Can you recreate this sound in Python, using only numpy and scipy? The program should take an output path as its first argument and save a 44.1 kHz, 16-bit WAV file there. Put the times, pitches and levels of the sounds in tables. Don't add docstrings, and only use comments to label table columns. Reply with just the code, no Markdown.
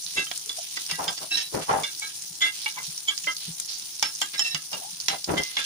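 import sys
import numpy as np
from scipy import signal
from scipy.fft import rfft, irfft
from scipy.io import wavfile
from scipy.ndimage import uniform_filter1d

SR = 44100
rng = np.random.default_rng(int(sys.argv[2]) if len(sys.argv) > 2 else 0)


def log_audio(samples):
    frames = np.atleast_2d(samples).T
    limited = np.clip(frames, -1, 1)
    pcm = np.round(limited * 32767).astype(np.int16)
    wavfile.write(sys.argv[1], SR, pcm)


N = 249165

# [dB per Hz, relative]
FRYING_SPECTRUM = [(900, -31.5), (2000, -25), (3000, -15), (4000, -9), (5500, -4), (7000, -3.5), (8300, -4),
                   (9200, 5), (11000, -5), (13800, -17.5), (14400, -9.5), (15200, -1)]
# time_s [s], level_db [dB]
LOW_FIZZ_LEVELS = [(0, 7), (.33, 6.5), (.82, 11), (1.5, 3.5), (2.0, 8), (2.4, 4.5), (2.6, 12.5),
                   (3.07, 7.5), (3.3, 6), (3.7, 6), (3.9, 6.5), (4.35, 7.5), (5.3, 7.5), (5.65, 18)]
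# [ms, decay to 1/e]
FAT_SPITS = [(0.064, -22, 4120, 2.7), (0.376, -14.5, 8800, 2), (0.46, -18, 9350, 1.6),
             (1.5506, -24, 4800, 2.2), (1.9492, -25, 4770, 3), (1.997, -14.5, 8950, 1.6),
             (2.222, -18, 9080, 1.5), (2.8306, -20, 8500, 2.3), (2.8396, -25, 5940, 2.4),
             (2.9775, -21.5, 5760, 2.4), (3.178, -15, 4930, 1.4), (3.237, -23.5, 6000, 3.5),
             (3.242, -25, 2850, 5.6), (3.3665, -19.5, 4600, 4), (3.5995, -10, 9100, 1.8),
             (3.66, -21, 9670, 2.1), (3.797, -23, 5500, 1), (3.9545, -24, 6000, 0.8),
             (3.996, -16, 5530, 0.53), (4.151, -23.5, 6100, 2.7), (5.001, -20.5, 4700, 3.8),
             (5.012, -22, 5050, 1.5), (5.243, -16.5, 4830, 4.6), (5.435, -17.5, 5660, 1.8)]
# start_s [s], length_s [s], level_db [dB], centre_hz [Hz]
SIZZLE_FLARES = [(0.06, 0.096, -40, 4260), (2.089, 0.042, -44.5, 3160), (3.302, 0.044, -37, 5730),
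                 (3.392, 0.13, -39, 3870), (3.672, 0.12, -35, 4720), (5.445, 0.093, -46, 3400)]
# mode_1_hz, mode_2_hz, mode_3_hz [Hz]
SKIMMER_TAPS = [(0.267, -27, -38, 0.27, 3050, 2670, 1303), (1.002, -33, -61, 0.3, 790, 3120, 1020),
                (0.3136, -13.5, -48, 0.51, 3320, 790, 1580), (0.493, -27, -27.5, 0.12, 3476, 3380, 3988),
                (0.77, -18.5, -29.5, 0.12, 1860, 806, 4900), (0.9117, -14.5, -31.5, 0.1, 5150, 2050, 3192),
                (1.079, -15, -25, 0.25, 3540, 3180, 5185), (1.171, -42, -40, 0.14, 4670, 3540, 5400),
                (1.1775, -21, -39, 0.17, 5450, 4670, 3570), (1.309, -54, -40, 1.6, 2690, 1625, 302),
                (1.834, -20, -27.5, 0.76, 3540, 2300, 4060), (2.019, -39, -33, 0.87, 2156, 875, 1625),
                (2.406, -26, -43, 0.26, 3192, 6890, 2056), (2.415, -32, -24.5, 1.2, 3192, 6890, 2254),
                (2.6595, -19.5, -24, 0.51, 2300, 875, 2860), (2.781, -50, -37, 0.33, 2146, 1020, 875),
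                (3.082, -21, -22, 0.52, 3126, 2220, 7095), (3.269, -23, -24, 0.38, 2070, 625, 1020),
                (4.026, -4.5, -25, 0.41, 5350, 875, 2254), (4.216, -7, -23, 0.3, 3192, 790, 7400),
                (4.393, -12, -22, 0.2, 5200, 3112, 7240), (4.546, -12, -28.5, 0.37, 2860, 1950, 5030),
                (4.73, -17, -32.5, 0.33, 2910, 1130, 5400), (5.083, -6.5, -28, 0.07, 5470, 3970, 2100),
                (5.377, -27, -29, 2.6, 2070, 3192, 3126), (5.568, -13.5, -24, 0.33, 2017, 3460, 2700)]
# start_s [s], length_s [s],
# ring_db [dB], rasp_db [dB], favoured pan modes mode_1_hz, mode_2_hz, mode_3_hz [Hz]
PAN_STROKES = [(0.158, 0.089, -22.5, -40, 2690, 2056, 3830), (0.884, 0.06, -34, -32.5, 2765, 790, 5350),
               (0.919, 0.069, -36.5, -41, 1965, 1625, 2765), (0.98, 0.031, -24, -62, 790, 450, 1020),
               (1.525, 0.086, -28.5, -57, 450, 302, 614), (1.683, 0.024, -13.5, -58, 1010, 790, 875),
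               (1.715, 0.099, -21, -53, 790, 875, 1020), (1.606, 0.073, -48, -35, 3476, 1965, 3988),
               (2.01, 0.11, -35, -42.5, 3988, 1625, 1303), (2.405, 0.11, -19, -33, 2070, 3900, 3476),
               (2.445, 0.069, -24, -40, 2070, 3476, 2765), (2.762, 0.044, -32.5, -47, 1020, 2254, 875),
               (3.068, 0.061, -25, -49, 3380, 3126, 2254), (3.1, 0.047, -33, -55, 3380, 1168, 1625),
               (3.083, 0.032, -34, -53, 3988, 2254, 3830), (3.266, 0.071, -26.5, -45, 2070, 1303, 3126),
               (4.039, 0.082, -30.5, -33, 5400, 875, 3830), (4.329, 0.05, -35.5, -31.5, 2056, 1625, 2254),
               (5.087, 0.092, -29.5, -30, 790, 3988, 2056), (5.363, 0.056, -22, -31, 2070, 3192, 2070),
               (5.405, 0.19, -40.5, -55, 2075, 2075, 3192), (5.578, 0.069, -30.5, -28, 3540, 3988, 1625)]
# start_s [s], length_s [s], ring_db [dB],
# rasp_db [dB against the ring], judder [factor], favoured blade modes mode_1_hz, mode_2_hz, mode_3_hz [Hz]
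BLADE_SCRAPES = [(1.305, 0.055, -25, -15, 1.8, 2700, 3930, 5400),
                 (1.335, 0.037, -26, -9, 1.4, 3930, 2700, 5400),
                 (1.361, 0.073, -27.5, -3, 2.05, 5470, 3190, 6300),
                 (1.405, 0.085, -36.5, -7, 0.61, 3930, 5400, 2700),
                 (4.369, 0.059, -32, -11, 0.66, 5400, 3930, 2700),
                 (4.402, 0.041, -26.5, -14, 0.43, 5400, 2700, 2990),
                 (4.44, 0.069, -27.5, -8.5, 0.44, 2710, 5400, 7150),
                 (4.497, 0.071, -31.5, -13, 0.93, 3930, 2700, 5400)]
PAN_MODE_HZ = [302, 450, 614, 790, 875, 1020, 1168, 1303, 1545, 1625, 1965, 2056, 2254, 2690, 2765, 2840,
               3126, 3192, 3380, 3476, 3540, 3830, 3988, 4650, 5030, 5350, 6570, 6890, 7400]
# [dB, relative]
PAN_MODE_DB = [-10, -16, -12.5, -14, -6.5, -13.5, -9.5, -5, -8.5, -4.5, -8, -10, -5, -16.5, -5, -4, -4.5,
               -7, -4.5, -3.5, -9.5, -13, -9, -4.5, -7, -5.5, -2.5, -1.5, -1.5]
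PAN_MODE_T60 = [0.43, 0.11, 0.22, 0.16, 0.059, 0.13, 0.1, 0.83, 0.17, 0.61, 0.22, 0.4, 0.16, 0.33, 0.5,
                0.16, 0.034, 0.071, 0.25, 0.056, 0.17, 0.37, 0.51, 0.12, 0.072, 0.18, 0.025, 0.029, 0.03]
# [s, before the scrape's factor]
BLADE_MODES = [(710, -5.5, .05), (4850, -5, .03), (5470, -7.5, 0.05), (6300, -13, .04), (1820, -1.5, 0.042),
               (2700, -2.5, 0.042), (2990, -13, 0.071), (3190, -10.5, 0.04), (3930, 3, 0.056),
               (5400, -2, 0.097), (5760, -37, 0.05), (7150, -5, 0.05)]
# start_s [s], length_s [s], level_db [dB], start_hz [Hz], end_hz [Hz]
STAND_GRINDS = [(0.139, 0.1, -30, 350, 306), (0.962, .19, -27, 710, 746), (1.182, 0.1, -34, 625, 640),
                (1.318, 0.068, -43, 322, 716), (1.51, 0.14, -22, 373, 485), (1.661, 0.19, -18, 900, 470),
                (2.735, 0.12, -39.5, 1020, 940), (4.697, 0.12, -32.5, 800, 520),
                (5.095, 0.097, -29.5, 710, 640), (5.259, 0.18, -17.5, 360, 333)]
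# start_s [s], length_s [s], level_db [dB], start_hz [Hz], end_hz [Hz]
STAND_SQUEAKS = [(0.434, 0.18, -52, 425, 497), (0.562, 0.048, -33.5, 660, 650),
                 (4.799, 0.11, -34, 678, 920)]
# start_s [s], level_db [dB], pitch_hz [Hz]
STOVE_BUMPS = [(0.052, -48, 161), (0.179, -43, 142), (0.923, -28, 162.5), (1.079, -32.5, 188),
               (1.364, -48, 148), (1.547, -34, 181), (1.594, -34, 170), (1.707, -43, 121),
               (2.301, -40.5, 168), (2.878, -34.5, 158), (3.241, -43, 175), (3.479, -24, 166),
               (4.026, -42, 170), (4.542, -29, 155), (4.729, -40, 181), (4.925, -42.5, 184),
               (5.101, -37, 166), (5.312, -17.5, 167)]
# [dB per Hz, relative]
HUM_SPECTRUM = [(15, -47), (25, -10.5), (178, 1.5), (225, -60), (278, 0), (357, -6), (515, -17),
                (850, -4.5), (1110, -12.5), (2500, -13), (3250, -83), (5500, -120)]
# hz [Hz], likeness [0 to 1]
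LIKENESS = [(60, 0), (160, 0), (270, 0.35), (500, 0.29), (1200, 0)]
# hz [Hz], gain_db [dB]
RIGHT_MICROPHONE = [(60, -7), (160, 0.5), (300, -6), (550, -7), (900, -1), (1800, 2), (4200, 3.5),
                    (6000, 7.5), (7000, 1.5), (7600, -4.5), (8300, -80), (9200, -35), (12000, -18),
                    (15000, -18)]
# hz [Hz], gain_db [dB]
TREBLE_EDGE = [(15400, 0), (15800, -32)]

PAN = (PAN_MODE_HZ, PAN_MODE_DB, PAN_MODE_T60)
FRYING_DB, SETTLE_DB_PER_S = -33.5, -0.34
BUBBLES_PER_S, BUBBLES_DB = 700, -14.5
CRACKLES_PER_S, CRACKLE_DB = 38, -15.5
CONTACT_S, CLATTER_DB, CLATTER_S = 0.011, -16.5, 0.013
RING_FREE_S, RING_DAMP_DB_PER_S = 0.066, -500
FOCUS_DB, SPREAD_DB_PER_DB, RATTLE_PER_DB = 17, 0.5, 0.27
STROKE_RISE_S, STROKE_RISE_DB, STROKE_FALL_DB, RASP_FALL_DB = 0.018, -6.5, -21.5, -18.5
SCRAPE_RISE_S, SCRAPE_RISE_DB, SCRAPE_FALL_DB = 0.024, 0, -9
GRIND_RISE_S, GRIND_RISE_DB, GRIND_FALL_DB = 0.037, -33.5, -17
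SQUEAK_RISE_S, SQUEAK_RISE_DB, SQUEAK_FALL_DB = 0.0267, -34, -32
REFLECTIONS_DB, HUM_DB = -11.0, -57.5
EDGE_HZ = 16650


def frying():
    s, low_db = np.transpose(LOW_FIZZ_LEVELS)

    def colour_db(hz, t):
        return read(FRYING_SPECTRUM, hz) + np.interp(t, s, low_db) / (1 + (hz / 4500) ** 6)

    hiss = noise(colour_db, size=256, patchy_db=2.0, flicker_db=2.18)
    level = gain_of(FRYING_DB + SETTLE_DB_PER_S * np.arange(N) / SR)
    return level * (hiss + gain_of(BUBBLES_DB) * bubbles() + gain_of(CRACKLE_DB) * crackles(hiss))


def bubbles():
    sizes = gain_of(2.3 * np.minimum(rng.exponential(1, N), 5)) * (rng.random(N) < BUBBLES_PER_S / SR)
    kind, out = rng.integers(0, 40, N), np.zeros((2, N))
    for k, (place, cycles, lag) in enumerate(rng.random((40, 3))):
        hz = 2600 * gain_of(14.53 * place)
        t = np.arange(int(SR * (3 + 9 * cycles) / hz)) / SR
        grain = np.sin(2 * np.pi * hz * t) * np.hanning(len(t))
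        grain *= gain_of(read(FRYING_SPECTRUM, hz)) * np.sqrt(hz / len(t))
        burst = signal.oaconvolve(sizes * (kind == k), grain)[:N]
        out += [burst, np.roll(burst, int(60 * lag) - 30)]
    return evened(out)


def crackles(hiss):
    clumps = gain_of(6 * evened(uniform_filter1d(rng.standard_normal(N), size=4000)))
    sizes = gain_of(4.2 * np.minimum(rng.exponential(1, N), 3))
    pops = sizes * (rng.random(N) < clumps * CRACKLES_PER_S / SR)
    lift = signal.lfilter([1], [1, -np.exp(-1 / (SR * 0.0015))], pops)
    return hiss * evened(lift)


def spits():
    out, ms = np.zeros((2, N)), np.arange(900) / SR * 1000
    for s, db, hz, burst_ms in FAT_SPITS:
        one, other, third = rng.standard_normal((3, 2, len(ms)))
        other[:, 8] += 7
        body = band(one, hz, 1530) + 0.4 * band(third, 6450, 2600)
        decay = np.exp(-ms / max(burst_ms, .3)) + 0.15 * np.exp(-ms / 6)
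        tick = 0.61 * band(other, 8500, 3400) * np.exp(-ms / 0.71)
        burst = body * decay + tick
        add(out, s, gain_of(db) * burst / abs(burst).max(axis=1, keepdims=True))
    return out


def flares():
    out, t = np.zeros((2, N)), np.arange(6000) / SR
    for s, length, db, hz in SIZZLE_FLARES:
        level = gain_of(db) * swell(t, length, 0.014, -5, -6.0, hold=0.81)
        add(out, s, level * rasping(len(t), 1.3, hz, 2400))
    return out


def taps():
    out, t = np.zeros((2, N)), np.arange(3000) / SR
    drive = np.minimum(t / 0.0017, 1) * np.exp(-t / CONTACT_S)
    for s, crack_db, ring_db, lasting, *spot in SKIMMER_TAPS:
        spot = [min(PAN_MODE_HZ, key=lambda f: abs(f - hz)) for hz in spot]
        hard_db = max(crack_db - ring_db, 0)
        crack = tap_crack(t, spot)
        focus_db = FOCUS_DB - SPREAD_DB_PER_DB * hard_db
        ring = ringing(PAN, drive, spot, focus_db, lasting, waver=0.31 + RATTLE_PER_DB * hard_db)
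        ring /= np.sqrt(uniform_filter1d((ring ** 2).mean(0), size=400).max())
        ring = damped(ring, RING_FREE_S)
        clatter = rasping(len(t), 3.5, 4000, 2400) * np.minimum(t / 0.0052, 1) * np.exp(-t / CLATTER_S)
        add(out, s, gain_of(crack_db) * crack + gain_of(ring_db + CLATTER_DB) * clatter)
        add(out, s, gain_of(ring_db) * ring)
    return out


def tap_crack(t, spot):
    one, other, third = rng.standard_normal((3, 2, len(t)))
    other[:, 30] += 6
    crack = band(one, spot[0], 256) + 0.48 * band(one, spot[1], 213) + 0.47 * band(one, spot[2], 230)
    crack += 0.8 * band(other, 0.95 * max(spot), 0.98 * max(spot)) + 0.28 * band(third, 824, 340)
    decay = 3.9 * np.exp(-t / 0.0035) + 0.31 * np.exp(-t / 0.0034) + 0.041 * np.exp(-t / 0.026)
    crack *= np.minimum(t / 0.00068, 1) * decay
    return crack / abs(crack).max(axis=1, keepdims=True)


def pan_strokes():
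    out, t = np.zeros((2, N)), np.arange(6000) / SR
    for s, length, ring_db, rasp_db, *spot in PAN_STROKES:
        drive = gain_of(ring_db) * swell(t, length, STROKE_RISE_S, STROKE_RISE_DB, STROKE_FALL_DB, hold=0.93)
        ring = ringing(PAN, drive, spot, 16.9, 0.34, waver=0.42)
        add(out, s, damped(ring, 0.85 * length))
        rasp = rasping(len(t), 1.2, 2950, 4100)
        rasp_swell = swell(t, length, STROKE_RISE_S, STROKE_RISE_DB, RASP_FALL_DB, hold=0.77)
        add(out, s, gain_of(rasp_db) * rasp_swell * rasp)
    return out


def scrapes():
    out, t = np.zeros((2, N)), np.arange(6000) / SR
    for s, length, db, rasp_db, judder, *spot in BLADE_SCRAPES:
        drive = gain_of(db) * swell(t, length, SCRAPE_RISE_S, SCRAPE_RISE_DB, SCRAPE_FALL_DB, hold=0.67)
        add(out, s, ringing(np.transpose(BLADE_MODES), drive, spot, 12.5, 0.4, waver=judder))
        add(out, s, drive * gain_of(rasp_db) * rasping(len(t), 2.5, 3340, 3200))
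    return out


def grinds():
    out, t = np.zeros((2, N)), np.arange(9000) / SR
    for s, length, db, from_hz, to_hz in STAND_GRINDS:
        hz = np.interp(t, [0, length], [from_hz, to_hz])
        one, other, third = (gritty(len(t), 3.3) for _ in "abc")
        hollow = band(np.array([one, third]), hz, 300)
        wide = band(np.array([other, third]), 0.82 * hz, 870)
        deep = band(one + third, 166, 77)
        catching = evened(uniform_filter1d(rng.standard_normal(len(t)), size=350))
        lumps = evened(gain_of(1.7 * catching))
        level = gain_of(db) * swell(t, length, GRIND_RISE_S, GRIND_RISE_DB, GRIND_FALL_DB, hold=1.7)
        add(out, s, level * lumps * (0.32 * hollow + 0.52 * wide + 0.045 * deep))
    return out


def squeaks():
    out, t = np.zeros((2, N)), np.arange(9000) / SR
    for s, length, db, from_hz, to_hz in STAND_SQUEAKS:
        hz = np.interp(t, [0, length], [from_hz, to_hz])
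        squeak = band(rng.standard_normal((2, len(t))), hz, 90)
        level = gain_of(db) * swell(t, length, SQUEAK_RISE_S, SQUEAK_RISE_DB, SQUEAK_FALL_DB, hold=1.48)
        unsteady = gain_of(2.5 * evened(uniform_filter1d(rng.standard_normal(len(t)), size=200)))
        add(out, s, level * squeak * unsteady)
    return out


def bumps():
    out, t = np.zeros((2, N)), np.arange(9000) / SR
    for s, db, hz in STOVE_BUMPS:
        thud = np.sin(2 * np.pi * hz * t) + 0.39 * band(rng.standard_normal(len(t)), 0.51 * hz, 140)
        add(out, s, gain_of(db - 60 * t / 0.11) * (1 - np.exp(-t / 0.0083)) * thud[None])
    return out


def kitchen(x):
    echoes = np.zeros((2, 9000))
    at = np.arange(200, 8980, 20) + rng.integers(0, 20, (2, 439))
    np.put_along_axis(echoes, at, rng.choice([-1., 1.], at.shape), axis=1)
    echoes *= gain_of(-60 * np.arange(9000) / SR / 0.15)
    high = signal.sosfilt(signal.butter(2, 300, "high", fs=SR, output="sos"), x)
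    return signal.fftconvolve(high, echoes / np.linalg.norm(echoes[0]), axes=1)[:, :N]


def room_hum():
    hum = noise(lambda hz, t: read(HUM_SPECTRUM, hz), size=1024, patchy_db=0.5, flicker_db=-1.0)
    return gain_of(HUM_DB) * hum


def ringing(modes, drive, favoured_hz, boost_db, lasting, waver):
    hz, db, t60 = np.array(modes)
    above = np.maximum(np.log2(hz / max(favoured_hz)), 0)
    nearest = hz[abs(hz[:, None] - favoured_hz).argmin(axis=0)]
    favour = 0.84 * np.isin(hz, nearest) + 0.49 * (hz == nearest[0])
    share = gain_of(db + boost_db * favour - 10.6 * above)
    share /= np.linalg.norm(share)
    power = np.r_[drive ** 2, np.zeros(3000)]
    t, out = np.arange(len(power)) / SR, np.zeros((2, len(power)))
    keeps = np.exp(-2 * np.log(1000) / (SR * max(lasting, .1) * t60))
    for f, gain, keep in zip(hz, share, keeps):
        a, b = rng.standard_normal((2, len(t) // 300 + 2))
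        wander = 1 + waver * np.interp(t * SR / 300, np.arange(len(a)), a + 1j * b)
        energy = signal.lfilter([1 - keep], [1, -keep], power)
        level = gain * np.sqrt(2 * energy / np.mean(abs(wander) ** 2))
        level *= gain_of(0.45 * np.interp(t, t[::1200], rng.standard_normal(len(t[::1200]))))
        bend = np.cumsum(np.interp(t, t[::1500], rng.standard_normal(len(t[::1500])))) / SR
        turns = f * (t + 0.0062 * waver * bend) + rng.random() + apart(0.13)
        out += (level * wander * np.exp(2j * np.pi * turns)).real
    return out * np.minimum(np.arange(len(t))[::-1] / 2000, 1)


def apart(spread):
    return [[0], [rng.choice([-1, 1]) / 4 + spread * rng.standard_normal()]]


def damped(ring, free_s):
    return ring * gain_of(RING_DAMP_DB_PER_S * np.maximum(np.arange(ring.shape[1]) / SR - free_s, 0))


def gritty(count, spread_db):
    jumps = evened(uniform_filter1d(rng.standard_normal(count), size=120))
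    slips = (rng.random(count) < 260 / SR) * rng.standard_normal(count)
    return evened(rng.standard_normal(count) * gain_of(spread_db * jumps) + 0.63 * evened(slips))


def rasping(count, spread_db, hz, width):
    return band(np.array([gritty(count, spread_db), gritty(count, spread_db)]), hz, width)


def swell(t, length, rise, rise_db, fall_db, hold):
    after = np.clip((t - rise) / max(length - rise, .01), 0, 1)
    db = rise_db * np.clip(1 - t / rise, 0, 1) + fall_db * after ** hold
    return gain_of(db) * np.clip(np.minimum(t, length - t) / 0.014, 0, 1)


def noise(colour_db, size, patchy_db, flicker_db):
    hop = size // 4
    frames, hz = N // hop + 5, np.fft.rfftfreq(size, 1 / SR)[:, None]
    a, b, c, d, patches = rng.standard_normal((frames, len(hz), 5)).T
    patches = evened(uniform_filter1d(uniform_filter1d(patches, size=12, axis=0), size=28, axis=1))
    fast, slow = rng.standard_normal((frames, 2)).T
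    fast, slow = evened(uniform_filter1d(fast, size=3)), evened(uniform_filter1d(slow, size=20))
    flicker = evened(fast + 0.5 * slow)
    same, left = np.clip(read(LIKENESS, hz), 0, 1), a + 1j * b
    z = np.array([left, same * left + np.sqrt(1 - same ** 2) * (c + 1j * d)])
    colour = colour_db(hz, np.arange(frames) * hop / SR)
    z *= gain_of(colour + patchy_db * patches + flicker_db * flicker)
    return evened(signal.istft(z, nperseg=size, noverlap=size - hop)[1][:, :N])


def resonate(x, hz, width):
    turn = np.exp(2j * np.pi * np.cumsum(hz * np.ones(x.shape[-1])) / SR)
    r = np.exp(-np.pi * width / SR)
    return 2 * (turn * signal.lfilter([1 - r], [1, -r], x / turn + 1e-18)).real


def band(x, hz, width):
    return evened(resonate(resonate(x, hz, width), hz, width))


def gain_of(db):
    return 10 ** (np.asarray(db) / 20)


def evened(x):
    return x / np.sqrt(np.mean(x ** 2) + 1e-20)


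def read(points, hz):
    f, value = np.transpose(points)
    return np.interp(np.log(hz + 1), np.log(f + 1), value)


def add(mix, s, sound):
    part = mix[:, round(s * SR):][:, :sound.shape[1]]
    part += sound[:, :part.shape[1]]


def scene():
    near = spits() + flares() + taps() + pan_strokes() + scrapes() + grinds() + squeaks() + bumps()
    return frying() + near + gain_of(REFLECTIONS_DB) * kitchen(near) + room_hum()


def record(dry):
    hz, sound = np.fft.rfftfreq(N, 1 / SR), rfft(dry)
    alike = 0.88 / (1 + (hz / 210) ** 4)
    sound = (1 - alike) * sound + alike * sound.mean(0)
    colour = gain_of(read(TREBLE_EDGE, hz) + [0 * hz, read(RIGHT_MICROPHONE, hz)])
    bass_roll_off = hz ** 2 / (hz ** 2 + 55 ** 2)
    coloured = irfft(sound * colour * bass_roll_off, N)
    band_limit = signal.firwin(511, EDGE_HZ, window=("kaiser", 9), fs=SR)
    return signal.oaconvolve(coloured, band_limit[None], "same")


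dry = scene()
out = record(dry)
log_audio(out)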